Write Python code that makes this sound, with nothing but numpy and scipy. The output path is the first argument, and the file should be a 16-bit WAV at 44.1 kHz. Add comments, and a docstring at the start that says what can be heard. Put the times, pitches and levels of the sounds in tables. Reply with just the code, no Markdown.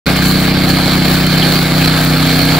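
"""A walk-behind power trowel smooths fresh concrete outdoors, a few metres from a phone with two microphone ports.
Its single-cylinder four-stroke fires about 31 times a second: a sum of sine orders, delayed by the muffler,
whose colour shifts as the machine swings round. Steel blades scrape the slab in gritty surges of shaped noise,
with sharp ticks of grit. The guard cage rattles and clanks in dying modes, over a low rumble and a faint hum."""
import sys
import numpy as np
from scipy import signal
from scipy.fft import rfft, irfft
from scipy.io import wavfile
from scipy.ndimage import uniform_filter1d

SR = 44100
rng = np.random.default_rng(int(sys.argv[2]) if len(sys.argv) > 2 else 0)


def to_wav(s):
    """Save 16-bit WAV."""
    ch = np.atleast_2d(s).T  # columns
    pcm = np.round(np.clip(ch, -1, 1) * 32767)  # PCM
    wavfile.write(sys.argv[1], SR, pcm.astype(np.int16))


def nominal_scale(level):
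    """Amplitude ratio for a level in decibels (scalar or array-like)."""
    x = np.asarray(level, float) / 20
    return 10 ** x


N = 114219
T = np.arange(N) / SR

# running speed of the engine: time_s, firing_rate_hz
SPEED = [(0.0, 31.2), (0.25, 31.4), (0.5, 31.71), (0.8, 31.58), (1.1, 31.56), (1.4, 31.36), (1.7, 31.19),
         (2.0, 31.07), (2.3, 31.05), (2.6, 30.99)]


def evened(x):
    """Scales a signal to an rms of 1."""
    return x / np.sqrt(np.mean(x ** 2) + 1e-20)


def read(points, hz):
    """Reads a curve of (hz, value) points along a logarithmic frequency axis."""
    f, value = np.transpose(points)
    return np.interp(np.log(hz + 1), np.log(f + 1), value)


def slow(top_hz, count):
    """Smooth random curves of rms 1, each a sum of slow sines that weaken with frequency."""
    f = np.geomspace(.4, top_hz, num=16)[:, None]
    t = T[::64]
    curves = []
    for _ in range(count):
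        waves = np.sin(2 * np.pi * (f * t + rng.random(f.shape))) / np.sqrt(f)
        curves.append(np.interp(T, t, evened(waves.sum(0))))
    return np.array(curves)


def hiss(field_db):
    """Two unrelated noises that share a dB field over frequency and time."""
    z = rng.standard_normal((field_db.shape[1], 257, 4)).T
    spectra = (z[:2] + 1j * z[2:]) * nominal_scale(field_db)
    return signal.istft(spectra, nperseg=512, noverlap=384)[1][:, :N]


def ring(hz, t60):
    """One dying mode with a soft start of 1.6 ms."""
    t = T[:SR // 8]
    return nominal_scale(-60 * t / t60) * np.minimum(t / 0.0016, 1) * np.sin(2 * np.pi * hz * t)


def cycles():
    """Firings counted since the start: the running sum of the firing rate."""
    first_firing = .938  # cycles
    return first_firing + np.cumsum(np.interp(T, *np.transpose(SPEED))) / SR


def exhaust(turns):
    """Each order is a sine, delayed near the muffler's chambers; firings differ a little in strength and timing."""
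    # exhaust orders: multiple_of_firing_rate, first_heading_db, middle_heading_db, last_heading_db
    orders = [(1, -32, -34, -37), (2, -22, -26.5, -25), (3, -27.5, -32.5, -30.5), (4, -28, -29.5, -44),
              (5, -18, -17, -14), (6, -15.5, -20, -22), (7, -28.5, -26, -29.5), (8, -20, -23.5, -21),
              (9, -22, -26.5, -21), (10, -28.5, -25.5, -32), (11, -24.5, -28.5, -28), (12, -50, -25, -37.5),
              (14, -32, -44, -54), (15, -41, -42.5, -31)]
    # muffler chambers: resonance_hz, half_width_hz, passes
    chambers = [(160.4, 14., 2), (260., 5.6, 1)]
    # swing of the machine, held within 0-2 from first to last heading: time_s, heading_step
    swing = [(.3, 0.078), (.8, 0.53), (1.2, 0.85), (1.5, 0.97), (1.8, 1.69), (2.5, 2.1)]
    pulse_turn, low_order_shift = 1.49, .8  # radians
    drift_cycles = .016  # firing cycles gained per heading step
    drift_above_hz = 200  # orders above this drift in phase with the heading
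    wander_db, uneven_db, jitter_cycles = 1., 1., .002  # rms
    order, *heading_db = np.transpose(orders)
    hz = order * np.mean(SPEED, axis=0)[1]
    lag = pulse_turn - sum(passes * np.arctan((hz - f) / half) for f, half, passes in chambers)
    # order 2 is shifted ahead and order 1 behind by this phase
    lag = lag + low_order_shift * np.select([order == 2, order == 1], [1, -1])
    heading = np.clip(np.interp(T, *np.transpose(swing)), 0, 2)

    firing = rng.standard_normal((int(turns[-1]) + 3, 2))
    strength, shift = (np.interp(turns, np.arange(len(firing)), firing[:, k]) for k in range(2))
    arrival = turns + jitter_cycles * shift
    wander = slow(9.0, count=len(order))
    out = np.zeros(N)
    for k, n in enumerate(order):
        level_db = np.interp(heading, range(3), np.array(heading_db)[:, k]) + wander_db * wander[k]
        drift = drift_cycles * (heading - .5) * (hz[k] > drift_above_hz)
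        out += nominal_scale(level_db) * np.cos(2 * np.pi * n * (arrival + drift) + lag[k])
    return np.sqrt(2) * out * nominal_scale(uneven_db * strength)


def scrape(frame_s, bin_hz):
    """Steel on concrete: hiss coloured by frequency, with random patches, surges and a ringing rasp."""
    # surges of the scrape: time_s, level_db, treble_db (the treble counts relative to its mean)
    surges = [(0.09, -16, -14.5), (0.2, -18, -14), (0.28, -19.5, -3.5), (0.36, -20, -11), (0.41, -18, -10),
              (0.48, -18, -14), (0.56, -18.5, -15.5), (0.71, -19, -9.5), (0.77, -17.5, -13.5),
              (0.84, -18, -12.5), (0.95, -16.5, -12.5), (1.02, -18.5, -13.5), (1.12, -16, -10),
              (1.24, -19, -12.5), (1.45, -16, -12.5), (1.56, -16.5, -10.5), (1.66, -17.5, -13),
              (1.76, -18.5, -12), (1.83, -15.5, -10.5), (1.89, -16, -13.5), (2.04, -17, -9.5),
              (2.17, -18.5, -12), (2.35, -16.5, -11.5), (2.55, -17, -11)]
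    # colour of the scrape: frequency_hz, density_db (per Hz, relative)
    colour = [(250, -7), (420, -2.5), (613, 0), (725, 0), (1030, -8.5), (1230, -1), (1410, -5),
              (1670, -0.5), (1940, -8.5), (2190, -1.5), (2790, -9.5), (3060, -8.5), (3900, -4.5),
              (4330, 2.5), (5040, -12.5), (6620, -21.5), (7000, -21.5), (7330, -13.5), (7750, -20),
              (8440, -22.5), (10000, -19), (10900, -21), (12700, -16.5), (13700, -21.5), (15600, -15.5)]
    # lift of the ringing rasp of the blades: time_s, lift_db
    rasp = [(.11, -6.5), (.28, 3.5), (.45, -3.5), (.6, -1.5), (.7, 0), (1.1, -2.5), (1.3, -1), (1.58, 0),
            (1.65, -5.5), (1.9, -2), (2.15, -1.5), (2.36, 2), (2.55, -0.5)]
    rasp_hz, rasp_width_hz = 4310, 400
    patch_db, flicker_db = 1.34, 0.77  # rms
    s, level_db, treble_db = np.transpose(surges)
    patches = rng.standard_normal((len(frame_s), 257)).T
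    patches = uniform_filter1d(patches, size=4, axis=0)
    patches = evened(uniform_filter1d(patches, size=20, axis=1))
    flicker = evened(uniform_filter1d(rng.standard_normal(len(frame_s)), size=4))
    field = read(colour, bin_hz)[:, None] + patch_db * patches + flicker_db * flicker

    treble = np.clip((bin_hz - 5200) / 900, 0, 1)[:, None]
    shaped = np.interp(frame_s, s, level_db)
    shaped = shaped + treble * np.interp(frame_s, s, treble_db - treble_db.mean())
    rasp_band = np.exp(-((bin_hz[:, None] - rasp_hz) / rasp_width_hz) ** 2)
    shaped = shaped + rasp_band * np.interp(frame_s, *np.transpose(rasp))

    # levels count against the unsurged power of the middle band
    mids = (bin_hz > 1000) & (bin_hz < 5500)
    power = (nominal_scale(field + shaped) ** 2).mean(1).sum()
    mid_power = (nominal_scale(field[mids]) ** 2).mean(1).sum()
    return evened(hiss(field + shaped)) * np.sqrt(power / mid_power)


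def grit():
    """Random grains under the blades, each a burst of power that dies away, as a roughness of rms 1."""
    grains_per_s, spread_db, t60, share = 760, 2, 0.0094, 0.35  # t60 in seconds, share 0-1
    grains = nominal_scale(spread_db * np.minimum(rng.exponential(1, N), 6)) * (rng.random(N) < grains_per_s / SR)
    power = signal.lfilter([1], [1, -nominal_scale(-120 / (t60 * SR))], grains ** 2)
    return evened(1 - share + share * evened(np.sqrt(power)))


def blades(turns):
    """The scrape, roughened by grit and puffing slightly with each firing."""
    frame_s = np.arange(N // 128 + 5) * 128 / SR
    noise = scrape(frame_s, np.fft.rfftfreq(512, 1 / SR))
    puff_db, puff_phase = 1.1, -.03  # peak gain, cycles
    puff = nominal_scale(puff_db * np.cos(np.pi * (turns + puff_phase)) ** 4)
    return noise * grit() * puff


def ticks():
    """Sharp ticks of grit under a blade: dying bursts of noise through a high-pass."""
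    # ticks: start_s, level_db (before the high-pass)
    bursts = [(0.166, -16.5), (.6894, -17), (.8032, -31), (1.2654, -15), (1.378, -16), (2.0483, -16),
              (2.452, -18)]
    t60, low_hz = 0.028, 5000  # s, Hz
    out, t = np.zeros((2, N)), T[:SR // 30]
    for (s, db), burst in zip(bursts, rng.standard_normal((len(bursts), 2, len(t)))):
        out[:, round(s * SR):][:, :len(t)] += nominal_scale(db - 60 * t / t60) * burst
    return signal.sosfilt(signal.butter(2, low_hz, "high", fs=SR, output="sos"), out)


def cage(turns):
    """Rattles, thickest at each firing, ring one mode each; a clank chatters a close pair and weakly all modes."""
    # modes of the guard cage: ring_hz, relative_db, t60_s
    modes = [(750, -20.5, 0.19), (1560, -9.5, 0.051), (2190, -10, 0.062), (3070, -6, 0.057),
             (4224, -3, 0.022)]
    # clanks of the cage: start_s, level_db, ring_hz
    clanks = [(0.092, -8, 2140), (.158, -7, 2190), (.257, -4, 4440), (0.695, -1.5, 4420),
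              (1.197, -11, 2190), (1.256, -6, 4250), (1.376, -4, 4260), (1.42, 1, 3100), (1.812, -4, 2510)]
    rattles_per_s, rattle_db = 150, -30.5  # mean rate, rms level
    chatter_s = .012  # a clank is a short run of contacts
    chance = 2 * np.cos(np.pi * turns) ** 2 * rattles_per_s / SR
    size = nominal_scale(1.8 * np.minimum(rng.exponential(1, N), 3)) * (rng.random(N) < chance)
    which = rng.integers(0, len(modes), N)
    rattles = np.zeros(N)
    body = np.zeros(SR // 8)
    for k, (hz, db, t60) in enumerate(modes):
        mode = nominal_scale(db) * ring(hz, t60)
        rattles += signal.oaconvolve(size * (which == k), mode)[:N]
        body += mode
    out = nominal_scale(rattle_db) * evened(rattles)

    contacts = rng.standard_normal((len(clanks), round(chatter_s * SR)))
    for (s, db, hz), contact in zip(clanks, contacts):
        part = out[round(s * SR):][:SR // 8]
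        tone = ring(hz, .016) + ring(hz * 1.06, .01) + nominal_scale(-11) * body
        chatter = np.convolve(tone, contact / np.linalg.norm(contact))
        part += nominal_scale(db) * chatter[:len(part)]
    return out


def rumble():
    """Low noise of the block and frame between the orders, unrelated in the two channels."""
    # colour of the rumble: frequency_hz, density_db (per Hz, relative)
    colour = [(15, -12), (50, -6), (80, -4), (120, -1), (200, 0), (380, -5), (700, -40)]
    level_db = -32  # rms
    z = rfft(rng.standard_normal((2, N))) * nominal_scale(read(colour, np.fft.rfftfreq(N, 1 / SR)))
    return nominal_scale(level_db) * evened(irfft(z, N))


def hum():
    """A faint steady hum apart from the orders: one sine whose pitch wavers slightly."""
    pitch_hz, level_db, waver_hz = 113., -28, .4  # level and waver are rms
    hz = pitch_hz + waver_hz * slow(4.0, count=1)[0]
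    return np.sqrt(2) * nominal_scale(level_db) * np.sin(2 * np.pi * np.cumsum(hz) / SR)


def scene():
    """Channel one is the direct sound, channel two its scattered twin, 7 ms later."""
    turns = cycles()
    direct = exhaust(turns) + hum() + cage(turns)
    return np.array([direct, np.roll(direct, 310)]) + rumble() + blades(turns) + ticks()


def roll_off(x):
    """The treble ends steeply here."""
    return signal.sosfilt(signal.butter(12, 17060, fs=SR, output="sos"), x)


def record(dry):
    """Two ports hear direct and scattered sound unequally; soft overload, band limit and a late stepped start."""
    # microphone ports: frequency_hz, likeness (0-1), left_minus_right_db, left_lead_radians
    ports = [(60, .985, .8, -.2), (250, .99, .2, -.22), (430, .9, -2.5, 0), (600, .8, 2.5, .4),
             (930, .85, 6, -.3), (1250, .85, -1.5, -.6), (1600, .9, 0, 0), (1820, .7, 4, -.5),
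             (2200, .85, -4, -.7), (2650, .6, -4, 0), (2900, .72, 1, -.7), (3700, .78, -4, -.4),
             (4350, .85, -13, .3), (5800, .5, 3, .7), (6500, .2, 17, .8), (7400, .55, 18, -1.4),
             (8600, .45, 6, -2.2), (10300, .45, 10, -1.6), (12000, .55, 3, -2.8), (15500, .45, 10, -3.1)]
    ceiling, edge_hz = 1.83, 15810  # overload level, top of the band
    start_s, full_s, first_db = .0585, .0645, -12  # silent, then quiet, then full level
    hz = np.fft.rfftfreq(N, 1 / SR)
    direct, scattered = rfft(dry)
    same, lean_db, lead = (read(np.array(ports)[:, [0, k]], hz) for k in (1, 2, 3))
    lean = nominal_scale(lean_db / 2)
    left = direct * lean * np.exp(.5j * lead)
    right = (same * direct + np.sqrt(1 - same ** 2) * scattered) / lean * np.exp(-.5j * lead)
    # keeps the middle of the two ports at the level of the dry sound
    middle = np.sqrt(lean ** 2 + lean ** -2 + 2 * same * np.cos(lead)) / 2
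    x = irfft(np.array([left, right]) / middle, N)
    x = ceiling * np.tanh(x / ceiling)
    x = irfft(rfft(x) * np.clip((edge_hz - hz) / 150, 0, 1), N)
    step_s = [start_s, start_s + 0.00034, full_s, full_s + 0.00016]
    x = x * np.interp(T, step_s, [0, nominal_scale(first_db), nominal_scale(first_db), 1])
    return roll_off(np.clip(x, -1, 1))


dry = scene()
out = record(dry)
to_wav(out)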